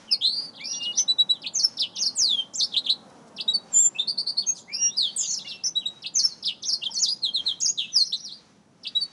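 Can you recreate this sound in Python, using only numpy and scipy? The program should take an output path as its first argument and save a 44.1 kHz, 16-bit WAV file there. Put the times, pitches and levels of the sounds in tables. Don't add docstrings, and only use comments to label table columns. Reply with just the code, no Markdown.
import sys
import numpy as np
from scipy import signal
from scipy.fft import rfft, irfft, next_fast_len
from scipy.io import wavfile
from scipy.ndimage import uniform_filter1d

SR = 44100
rng = np.random.default_rng(int(sys.argv[2]) if len(sys.argv) > 2 else 0)


def persist_wave(psi):
    counts = np.round(np.clip(psi, -1, 1) * 32767).astype(np.int16)
    wavfile.write(sys.argv[1], SR, np.atleast_2d(counts).T)


N = 402191

# start_s, level_db, echo_lag_ms
RUMBLE_PATH = [(0, -56, 3.6), (.6, -52, 3.67), (2.3, -52, 3.44), (2.999, -50.5, 3.73), (3.8, -52, 5.34),
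               (4.5, -56.5, 5.2), (6.502, -58, 5.65), (9.12, -66, 6)]
# frequency_hz, relative_density_db
RUMBLE_COLOUR = [(30, -45.5), (130, -6), (220, -1), (350, -7), (900, -8), (1500, -18.5), (2400, -33.5)]
HUM_COLOUR = [(30, -45), (70, -14.5), (120, -4.5), (190, 2), (300, -6.5), (1200, -21.5), (2400, -34.5)]
HISS_COLOUR = [(1500, -3.5), (2500, -6), (4500, -9), (6000, -4.5), (8000, -17), (11000, -22)]
RUSTLE_COLOUR = [(1500, -30), (3000, -12), (5000, -1), (7000, -2), (9000, -4), (12000, -17)]
GROUND_SHARE = 0.36
HUM_DB, HISS_DB = -59, -63

# start_s, length_s, from_hz, to_hz, bend (higher = quicker start), level_db,
# attack_share, fade_db, buzz (0-1), walls_db
SLIDES = [(.212, 0.092, 3200, 3920, 1.21, -27.5, 0.4, 10, 0.5, -8),
          (0.068, 0.094, 3250, 2180, 1, -42.5, 0.29, 17, 0.077, 10),
          (.208, 0.29, 3060, 4574, 2.77, -29, 0.028, 13.4, 0.1, -1.5),
          (0.595, 0.07, 1890, 2405, 4.5, -38.5, 0.36, 14, 0.077, -4),
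          (.592, 0.022, 2770, 4700, .1, -41.5, 0.47, 1.5, .05, -5),
          (.608, 0.018, 3180, 3710, .1, -42, .5, 3, 0.055, 5),
          (0.635, 0.15, 4650, 5700, 8, -34, 0.23, 3, 0.16, -0.5),
          (0.638, 0.08, 4510, 5190, 1.03, -34.5, 0.044, 5.6, 0.48, 1),
          (0.761, 0.018, 4020, 4800, 0.35, -41, 0.31, 3, 0.06, 4),
          (.69, 0.012, 4900, 3900, 0.91, -42, .3, 4, .06, 3),
          (0.975, 0.045, 4330, 5480, 6, -29, 0.3, 8.3, 0.21, -1),
          (2.622, 0.038, 4380, 4420, 3.3, -22.5, 0.39, 13, 0.2, -18),
          (5.384, 0.0099, 3080, 2670, 0.096, -48, 0.44, 2.5, .1, -2),
          (5.445, 0.026, 2020, 2330, 0.65, -47.5, 0.33, 5, .1, -10),
          (7.778, 0.075, 3990, 3273, 3.8, -30, 0.15, 21, 0.91, 15),
          (0.97, 0.054, 5400, 6100, 5.3, -17.5, 0.39, 13, 0.26, -7.5),
          (1.333, 0.042, 4000, 2980, 0.75, -40.5, .05, 14, 0.18, 8.5),
          (1.926, 0.064, 3430, 2775, 0.34, -42.5, 0.82, 1.6, 0.44, 18),
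          (3.534, 0.036, 4620, 4456, 0.078, -17, 0.68, 7, 0.074, -6.5),
          (3.947, 0.03, 2450, 2754, 2.9, -34.5, 0.19, 18, 0.096, 10),
          (4.42, 0.023, 3940, 3000, 0.57, -39, .2, 11, 0.28, 3),
          (4.463, 0.05, 6305, 6458, 3.1, -17, 0.89, 30, 0.063, -5),
          (4.544, 0.044, 5300, 3260, 0.11, -44.5, 0.11, 8.1, 0.3, 23),
          (4.673, 0.079, 1900, 2490, 2, -40, 0.62, 7.4, 0.17, -1.5),
          (4.744, 0.15, 2470, 2805, 8.8, -39, 0.81, 8, 0.087, 0),
          (4.882, 0.091, 3230, 4100, 0.57, -43, 0.34, 1.3, 0.22, -6.5),
          (4.965, 0.12, 5290, 3075, 1.44, -19.5, 0.19, 13, 0.074, 4),
          (5.058, 0.13, 4286, 4700, 0.13, -39, 0.21, 23, 0.072, 4),
          (5.196, 0.07, 5400, 4610, 0.046, -35.5, 0.34, 3, 0.17, 3),
          (5.265, .07, 4500, 4300, 0.77, -38, 0.4, 3.9, 0.2, 7),
          (5.161, 0.016, 8500, 8010, .1, -24, .4, 6, .05, -13),
          (5.299, 0.015, 6800, 5320, 0.56, -28, 0.45, 3, .09, -5),
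          (5.328, 0.026, 6720, 4160, 0.53, -24, 0.16, 14, .1, 7),
          (5.445, 0.15, 2900, 2690, 3.3, -41.5, 0.024, 7.2, 0.1, 5),
          (5.469, 0.1, 5480, 5400, 0.14, -46.5, 0.11, .7, 0.038, -25),
          (5.636, 0.06, 4700, 6025, 8.9, -24, 0.11, 4.8, 0.21, -3.5),
          (5.656, 0.045, 5900, 5290, 7.2, -22, 0.23, 40, 0.39, -6),
          (5.804, 0.036, 3510, 2694, 0.56, -42, 0.26, 4.9, 0.19, 6),
          (6.273, 0.051, 4970, 4150, 0.088, -41, 0.6, 0.92, 0.1, 15),
          (6.901, 0.061, 5710, 4320, 0.37, -38, 0.16, 3.9, 0.25, 8),
          (6.968, 0.02, 4315, 4440, 1, -23.5, 0.32, 4.1, 0.13, 1),
          (7.078, 0.057, 4747, 4924, .1, -21.5, 0.24, 5, 0.26, -2),
          (7.774, 0.077, 4110, 2580, 2.38, -25.5, 0.07, 18.5, 0.11, 6),
          (7.879, 0.028, 2700, 3880, .1, -44.5, 0.34, 2, .15, -2),
          (8.122, 0.032, 3010, 4070, 5.7, -22, 0.37, 7.5, 0.67, -2.5),
          (9.004, 0.045, 4636, 4464, .1, -22, 0.62, 8.5, 0.096, -3.5)]
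RISE_POWER, FADE_POWER = 0.94, 1.6
# start_s, length_s, pitch_hz (before sag), level_db,
# attack_share, walls_db
PEEPS = [(1.078, 0.056, 4000, -17, 0.42, -9), (1.183, 0.049, 3942, -14.5, 0.46, -13),
         (1.291, 0.036, 3970, -14.5, 0.7, -9), (3.478, 0.054, 3896, -15.5, 0.26, -6),
         (5.753, 0.047, 3914, -18.5, 0.48, -4), (5.855, 0.043, 3888, -19, 0.31, -2),
         (8.95, 0.045, 3918, -18, 0.35, -3.5)]
PEEP_BUZZ, PEEP_SCOOP, PEEP_BEND, PEEP_SAG = 0.045, 0.1, 12.7, 0.018
PEEP_FADE_DB, PEEP_FADE_POWER = 21.5, 2.2
# start_s, length_s, pitch_hz (before climb), level_db, walls_db
RASPS = [(3.983, 0.045, 3542, -21.5, 0.5), (4.072, 0.051, 4400, -20.5, 0.5),
         (4.174, 0.048, 4390, -20.5, 0.5), (4.263, 0.052, 4383, -21, 3.5), (4.368, 0.051, 4328, -20, -0.5)]
RASP_BUZZ, RASP_SCOOP, RASP_BEND, RASP_CLIMB = 0.2, 0.121, 14, 0.041
RASP_ATTACK, RASP_FADE_DB = 0.37, 15
RASP_SECOND_HZ, RASP_SECOND_DB = 243, -8.5
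SYLLABLES = { "hook": (0.18, [(0, 5400, -14), (.23, 3640, -16), (.46, 2648, -6.5), (.55, 2606, -13),
             (.7, 3600, 0.5), (.85, 4660, -1), (1, 4750, -19)]), "flick": (0.073, [(0, 4700, -8.5),
             (.14, 3400, -10.5), (.29, 3550, -3), (.45, 5350, -4.5), (.62, 4200, 3), (.85, 3280, -1.5),
             (1, 2850, -6)]), "dip": (0.25, [(0, 5570, -7.5), (.09, 3980, -18.5), (.18, 3440, -10.5),
             (.27, 5594, -4.5), (.36, 5040, -0.5), (.5, 3840, 0.5), (.7, 3050, -5.5), (.8, 3000, -9),
             (1, 2630, -30)]), "croak": (0.35, [(0, 3546, -28), (.09, 3550, -16), (.14, 4410, -25.5),
             (.3, 3326, -4.5), (.47, 2720, -19), (.6, 3300, -2.5), (.7, 3883, 2), (1, 3954, -5.5)]),
             "droop": (0.065, [(0, 4303, -22.5), (.22, 4160, -0.5), (.44, 3720, -4.5), (.63, 3280, -10.5),
             (1, 3148, -10.5)]), "twirl": (0.066, [(0, 7200, -27.5), (.14, 7000, -12), (.25, 5967, 1),
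             (.45, 6530, -3.5), (.59, 5980, -3.5), (.76, 4500, -1.5), (.88, 4170, -3), (1, 6060, -17)]),
             "settle": (0.13, [(0, 6350, -24.5), (.3, 5590, -9.5), (.6, 5370, 0.5), (.85, 5200, -7.5),
             (1, 5300, -40.5)]), "warble": (0.14, [(0, 6390, -23), (.04, 6260, -12.5), (.1, 4010, -7.5),
             (.15, 3330, -10), (.18, 4446, -18), (.22, 5500, -8), (.33, 6300, -8), (.42, 6600, -3),
             (.53, 5220, 1), (.68, 4244, -4), (.74, 5350, -7.5), (.8, 5700, 1), (.88, 4810, 2.5),
             (.95, 4260, -0.5), (1, 4390, -5.5)])}
# start_s, syllable, length_s, detune_percent, level_db, walls_db
SONG = [(0.532, "flick", 0.06, -7.5, -44.5, 2), (0.796, "flick", 0.071, 3.5, -35, 3),
        (0.924, "flick", 0.076, 3, -35.5, 3.5), (1.42, "hook", 0.063, -6.5, -27, 0),
        (1.535, "twirl", 0.086, 1.5, -20.5, 1), (1.621, "settle", 0.044, -0.4, -13, -3),
        (1.773, "dip", 0.094, -1.3, -21, -1.5), (1.956, "warble", 0.13, -0.8, -22, 0.5),
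        (2.72, "croak", 0.077, -2, -20.5, -7.5), (2.841, "croak", 0.089, 1, -20, -6),
        (3.366, "hook", 0.054, 1.5, -26, -1.5), (5.451, "flick", 0.078, -1, -35, 11),
        (6.023, "hook", 0.055, -1, -27.5, 1), (6.14, "twirl", 0.075, 1, -17, 3),
        (6.218, "settle", 0.053, 0.1, -15, -2), (6.428, "dip", 0.098, -3.5, -22.5, 0.5),
        (6.623, "warble", 0.13, -1.4, -22.5, 0.5), (7.222, "droop", 0.073, 0.5, -18.5, -1.5),
        (7.335, "droop", 0.073, 0, -19, -4), (7.454, "droop", 0.069, 0, -18.5, 1),
        (8.835, "hook", 0.049, 1.5, -27, -0.5)]
SECOND_SIDE = {"croak": (280, -2.5), "droop": (120, -6.5), "hook": (280, -6.5)}
# lag_s, relative_db
PHRASES = [(0.028, -6.5, [(.665, 2530, -57), (.7, 2790, -53.5), (.79, 2833, -43.5), (.82, 2813, -32),
           (.88, 2900, -28.5), (.915, 2860, -33), (.935, 2950, -56)]), (0.11, -6.5, [(6.94, 8000, -36.5),
           (6.948, 6100, -35.5), (6.962, 6000, -26), (6.972, 4310, -29)]), (0.13, -2.8, [(.212, 3455, -35),
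           (.25, 4030, -21.5), (.27, 4140, -17.5), (.3, 4390, -30), (.35, 4635, -28.5), (.42, 4820, -32),
           (.462, 4830, -33)]), (0.096, -4.5, [(2.152, 8660, -46), (2.163, 8450, -33), (2.17, 7640, -31),
           (2.191, 6600, -20.5), (2.228, 5070, -20.5), (2.257, 4405, -21.5), (2.302, 3690, -25),
           (2.321, 3500, -20), (2.354, 3265, -28), (2.396, 3160, -26), (2.42, 3064, -29.5),
           (2.437, 3260, -50)], (.0065, -5.5)), (0.2, -5.5, [(.106, 4870, -54), (.115, 5310, -20.5),
           (.126, 5145, -15), (.144, 4280, -20), (.162, 4330, -38)]), (.05, 1, [(.706, 5700, -30),
           (.716, 5360, -34.5), (.724, 4570, -31.5), (.733, 3550, -44), (.744, 3400, -35),
           (.758, 4820, -40.5)]), (0.2, 0.5, [(2.536, 7500, -43), (2.542, 4920, -34.5),
           (2.552, 6600, -33.5), (2.559, 7450, -22.5), (2.566, 7290, -42), (2.58, 6210, -27),
           (2.594, 6000, -27), (2.603, 4390, -19.5), (2.614, 3514, -21.5), (2.625, 4490, -18.5),
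           (2.642, 5350, -26.5), (2.662, 5400, -44)]), (.2, 5, [(4.562, 4750, -43.5), (4.568, 6370, -44),
           (4.577, 5670, -46), (4.585, 6900, -47), (4.596, 7360, -48), (4.618, 6430, -55)]),
           (0.021, -11.5, [(3.719, 7480, -48.5), (3.743, 7240, -21), (3.77, 7055, -14.5),
           (3.812, 7480, -15), (3.83, 7303, -19), (3.863, 7250, -15.5), (3.89, 7260, -32.5)]),
           (0.32, -3, [(4.718, 4800, -54), (4.738, 4820, -31), (4.755, 4960, -26.5), (4.764, 5150, -45),
           (4.782, 5050, -37), (4.798, 4830, -45)]), (0.052, -2, [(4.728, 5260, -42), (4.752, 5430, -27.5),
           (4.765, 5520, -32), (4.773, 5605, -31.5), (4.82, 5675, -25.5), (4.862, 5675, -22),
           (4.903, 5670, -38)]), (0.081, 8, [(6.256, 6410, -32), (6.275, 5860, -45), (6.295, 4550, -53),
           (6.325, 4180, -45)]), (0.16, 1, [(5.203, 3414, -45), (5.209, 3220, -42), (5.217, 3910, -50),
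           (5.222, 2660, -51), (5.235, 3750, -33.5), (5.248, 2660, -42.5), (5.265, 4160, -36)]),
           (.06, -2, [(5.358, 5900, -41), (5.377, 5280, -26.5), (5.385, 4900, -34), (5.398, 3300, -41),
           (5.412, 4240, -39), (5.422, 3350, -37.5)]), (0.029, -6, [(6.816, 3280, -43), (6.826, 2780, -33),
           (6.832, 2780, -28.5), (6.84, 3720, -25.5), (6.847, 5300, -49), (6.857, 3720, -28),
           (6.87, 3135, -21.5), (6.884, 3120, -40)]), (0.17, -0.85, [(6.984, 5100, -30),
           (6.992, 6400, -25.5), (7.008, 6950, -29.5), (7.017, 6900, -24), (7.025, 6400, -18),
           (7.034, 5400, -16.5), (7.05, 4250, -23), (7.068, 3305, -32.5), (7.085, 4000, -26.5),
           (7.098, 4450, -25.5)]), (0.09, 0, [(7.604, 7700, -29), (7.612, 4520, -32.5), (7.62, 6500, -22.5),
           (7.63, 6674, -18.5), (7.648, 6530, -25), (7.66, 5200, -17.5), (7.667, 4700, -20),
           (7.674, 5200, -28.5), (7.682, 6340, -19.5), (7.697, 6690, -20), (7.708, 6670, -31)]),
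           (0.056, -3.1, [(7.92, 6160, -48), (7.945, 5910, -26.5), (7.953, 5580, -24), (7.959, 5430, -21),
           (7.964, 5150, -13.5), (7.996, 4480, -22), (8.02, 4210, -13.5), (8.03, 4203, -17),
           (8.04, 4300, -39)], (.006, -12.5)), (0.12, 3.4, [(7.98, 6600, -40.5), (7.995, 6280, -34.5),
           (8.008, 5800, -40), (8.022, 6010, -39), (8.033, 4700, -35.5), (8.046, 5200, -35),
           (8.058, 6200, -38), (8.072, 5340, -32), (8.084, 4700, -45), (8.105, 5540, -34)]),
           (0.092, 7.4, [(8.16, 6320, -41), (8.175, 5400, -45), (8.187, 4000, -47), (8.205, 5780, -38.5),
           (8.222, 5790, -42), (8.24, 5800, -36.5), (8.27, 4330, -34.5), (8.298, 3160, -48),
           (8.318, 4200, -33.5), (8.34, 5020, -49), (8.352, 4510, -41.5), (8.365, 4860, -53),
           (8.39, 3800, -55.5)])]
# start_s, pitch_hz, level_db
TRILL = [(5.174, 7700, -34), (5.184, 7220, -24), (5.2, 6950, -23), (5.23, 6750, -27.5),
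         (5.245, 6540, -32.5), (5.29, 6320, -30), (5.315, 6580, -26), (5.336, 6800, -30)]
TRILL_HZ, TRILL_SWING, TRILL_THROB_DB = 175, 0.095, 1
TRILL_BUZZ, TRILL_WALLS_DB = 0.2, 0
# multiple, level_db at 4 kHz, slope_db_per_octave of pitch
OVERTONES = [(2, -27, 9), (3, -40, -20.5)]
BUZZ_BAND_HZ, BUZZ_DEPTH, OVERTONE_BLUR = (80, 530), 0.93, 3
EDGE_S = 0.004

FIRST_ECHO_S, FIRST_ECHO_DB = 0.006, -12.5
NEAR_T60_S, NEAR_DB, NEAR_POWER = 0.088, -2, 3
ROOM_T60_S, ROOM_DB, ROOM_GROWTH = 0.46, -17, 1.44
ECHO_RISE_S = 0.005

# start_s, length_s, level_db (top of the swell)
RUSTLES = [(3.096, 0.013, -56), (3.186, 0.0052, -64), (3.262, 0.04, -59), (4.525, 0.11, -49.5)]
RUSTLE_GRAIN_DB = 1.1
# start_s, level_db (start of the decay), pitch_hz
KNOCKS = [(6.895, -38, 905)]
KNOCK_T60_S = 0.068

CAPTURE_RATE = 48000
DULL_HZ, TOP_HZ = 10980, 15650


def undb(db):
    return 10 ** (np.asarray(db) / 20)


def noise(colour):
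    size = next_fast_len(N)
    hz, db = np.transpose(colour)
    bins = np.maximum(np.arange(size // 2 + 1) * SR / size, 1)
    gain = undb(np.interp(np.log(bins), np.log(hz), db))
    x = irfft(rfft(rng.standard_normal(size)) * gain, size)
    return (x / x.std())[:N]


def walk(rate):
    hold = int(SR / rate)
    steps = np.repeat(rng.standard_normal(N // hold + 1), hold)
    return 2.0 * uniform_filter1d(uniform_filter1d(steps, hold), hold)[:N]


def rumble():
    s, db, lag_ms = np.transpose(RUMBLE_PATH)
    at = np.arange(N)
    direct = noise(RUMBLE_COLOUR)
    lag = np.interp(at / SR, s, lag_ms) * SR / 1000
    x = direct + GROUND_SHARE * np.interp(at - lag, at, direct)
    return x / x.std() * undb(np.interp(at / SR, s, db) + 0.83 * walk(5.013))


def room_hum():
    return undb(HUM_DB + 0.48 * walk(2.9)) * noise(HUM_COLOUR)


def hiss():
    return undb(HISS_DB + 3.3 * walk(8.1)) * noise(HISS_COLOUR)


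def slide(start, length, from_hz, to_hz, bend, db, attack, fade_db, buzz, walls_db,
          sag=0, power=FADE_POWER):
    u = np.linspace(0, 1, num=60)
    eased = (1 - np.exp(-bend * u)) / (1 - np.exp(-bend))
    hz = (from_hz + (to_hz - from_hz) * eased) * (1 - sag * u)
    rise_db = 20 * RISE_POWER * np.log10(np.sin(np.pi / 2 * np.clip(u / attack, .02, 1)))
    faded = np.clip((u - attack) / (1 - attack), 0, 1) ** power
    return buzz, walls_db, start + length * u, hz, db + rise_db - fade_db * faded


def peeps():
    return [slide(s, length, hz * (1 - PEEP_SCOOP), hz, PEEP_BEND, db, attack, PEEP_FADE_DB,
                  PEEP_BUZZ, walls_db, PEEP_SAG, PEEP_FADE_POWER)
            for s, length, hz, db, attack, walls_db in PEEPS]


def rasps():
    out = []
    for s, length, hz, db, walls_db in RASPS:
        for up_hz, down_db in ((0, 0), (RASP_SECOND_HZ, RASP_SECOND_DB)):
            out.append(slide(s, length, hz * (1 - RASP_SCOOP) + up_hz, hz + up_hz, RASP_BEND,
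                             db + down_db, RASP_ATTACK, RASP_FADE_DB, RASP_BUZZ, walls_db, -RASP_CLIMB))
    return out


def song():
    out = []
    for s, name, length, detune, db, walls_db in SONG:
        buzz, shape = SYLLABLES[name]
        share, hz, relative_db = np.transpose(shape)
        times = s + length * share
        hz = hz * (1 + detune / 100)
        out.append((buzz, walls_db, times, hz, db + relative_db))
        if name in SECOND_SIDE:
            up_hz, down_db = SECOND_SIDE[name]
            out.append((buzz, walls_db, times, hz + up_hz, db + relative_db + down_db))
    return out


def phrases():
    out = []
    for buzz, walls_db, rows, *trails in PHRASES:
        s, hz, db = np.transpose(rows)
        for lag, offset_db in [(0.00018, 0.0025)] + trails:
            out.append((buzz, walls_db, s + lag, hz, db + offset_db))
    return out


def trill():
    s, hz, db = np.transpose(TRILL)
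    t = np.linspace(s[0], s[-1], num=800)
    swing = np.sin(2 * np.pi * TRILL_HZ * (t - s[0]))
    swung_hz = np.interp(t, s, hz) * (1 + TRILL_SWING * swing)
    return [(TRILL_BUZZ, TRILL_WALLS_DB, t, swung_hz, np.interp(t, s, db) + TRILL_THROB_DB * swing)]


def notes():
    return [slide(*row) for row in SLIDES] + phrases() + song() + peeps() + rasps() + trill()


def flutter():
    band = signal.butter(2, BUZZ_BAND_HZ, "bandpass", fs=SR, output="sos")
    x = signal.sosfilt(band, signal.sosfilt(band, rng.standard_normal((2, N))))
    return (x[0] + 1j * x[1]) / np.sqrt(np.mean(x ** 2) * 2)


def finches():
    direct, sent, wobble = np.zeros(N), np.zeros((2, N)), flutter()
    for buzz, walls_db, s, hz, db in notes():
        at = np.arange(max(int((s[0] - EDGE_S) * SR), 0), min(int((s[-1] + EDGE_S) * SR), N))
        t = at / SR
        fade = np.clip(np.minimum(t - t[0], t[-1] - t) / EDGE_S, 0, 1) ** 2
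        pitch = uniform_filter1d(np.interp(t, s, hz), size=110)
        turn = np.exp(2j * np.pi * np.cumsum(pitch) / SR)
        share = np.clip(BUZZ_DEPTH * buzz, 0, 1)
        tone = (turn * (np.sqrt(1 - share ** 2) + share * wobble[at])).imag
        blur_share = np.clip(OVERTONE_BLUR * share, 0, 1)
        blur = np.sqrt(1 - blur_share ** 2) + blur_share * wobble[at[::-1]]
        for multiple, over_db, slope_db in OVERTONES:
            gain = undb(over_db + slope_db * np.log2(pitch / 4000))
            audible = multiple * pitch < .45 * SR
            tone = tone + gain * (blur * turn ** int(multiple)).imag * audible
        tone = tone * np.sqrt(2) * undb(np.interp(t, s, db)) * fade
        tone = tone / np.sqrt(1 + undb(walls_db + NEAR_DB) ** 2)
        direct[at] += tone
        sent[:, at] += tone * undb([[walls_db], [walls_db * ROOM_GROWTH]])
    return direct, sent


def echo_tail(x, t60, db, power):
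    t = np.arange(int(SR / 2)) / SR
    rise = np.clip(t / ECHO_RISE_S, 0, 1)
    tail = rng.standard_normal(len(t)) ** power * undb(-60 * t / t60) * rise
    return signal.fftconvolve(x, undb(db) * tail / np.sqrt(np.sum(tail ** 2)))[:N]


def walls(sent):
    corner, room = sent
    out = echo_tail(corner, NEAR_T60_S, NEAR_DB, NEAR_POWER) + echo_tail(room, ROOM_T60_S, ROOM_DB, 1)
    lag = int(FIRST_ECHO_S * SR)
    return out + undb(FIRST_ECHO_DB) * np.concatenate([np.zeros(lag), corner[:-lag]])


def rustles():
    t = np.arange(N) / SR
    swell = sum(undb(db) * np.sin(np.pi * np.clip((t - s) / length, 0, 1)) ** 2
                for s, length, db in RUSTLES)
    return swell * undb(RUSTLE_GRAIN_DB * walk(270)) * noise(RUSTLE_COLOUR)


def knocks():
    out = np.zeros(N)
    for s, db, hz in KNOCKS:
        t = np.maximum(np.arange(N) / SR - s, 0)
        out += undb(db - 60 * t / KNOCK_T60_S) * np.sin(2 * np.pi * hz * t)
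    return out


def scene():
    background = rumble() + room_hum() + hiss()
    direct, sent = finches()
    return (background + direct + walls(sent) + rustles() + knocks())[None]


def record(dry):
    x = dry[0] + 0.018 * dry[0] ** 2
    x = signal.sosfilt(signal.butter(1, 30, "highpass", fs=SR, output="sos"), x)
    x = signal.sosfilt(signal.ellip(8, .2, 45, DULL_HZ, fs=SR, output="sos"), x)
    captured = signal.resample_poly(x, 160, 147)
    x = np.interp(np.arange(N) * CAPTURE_RATE / SR, np.arange(len(captured)), captured)
    return signal.sosfilt(signal.ellip(10, .2, 70, TOP_HZ, fs=SR, output="sos"), x)[None]


dry = scene()
out = record(dry)
persist_wave(out)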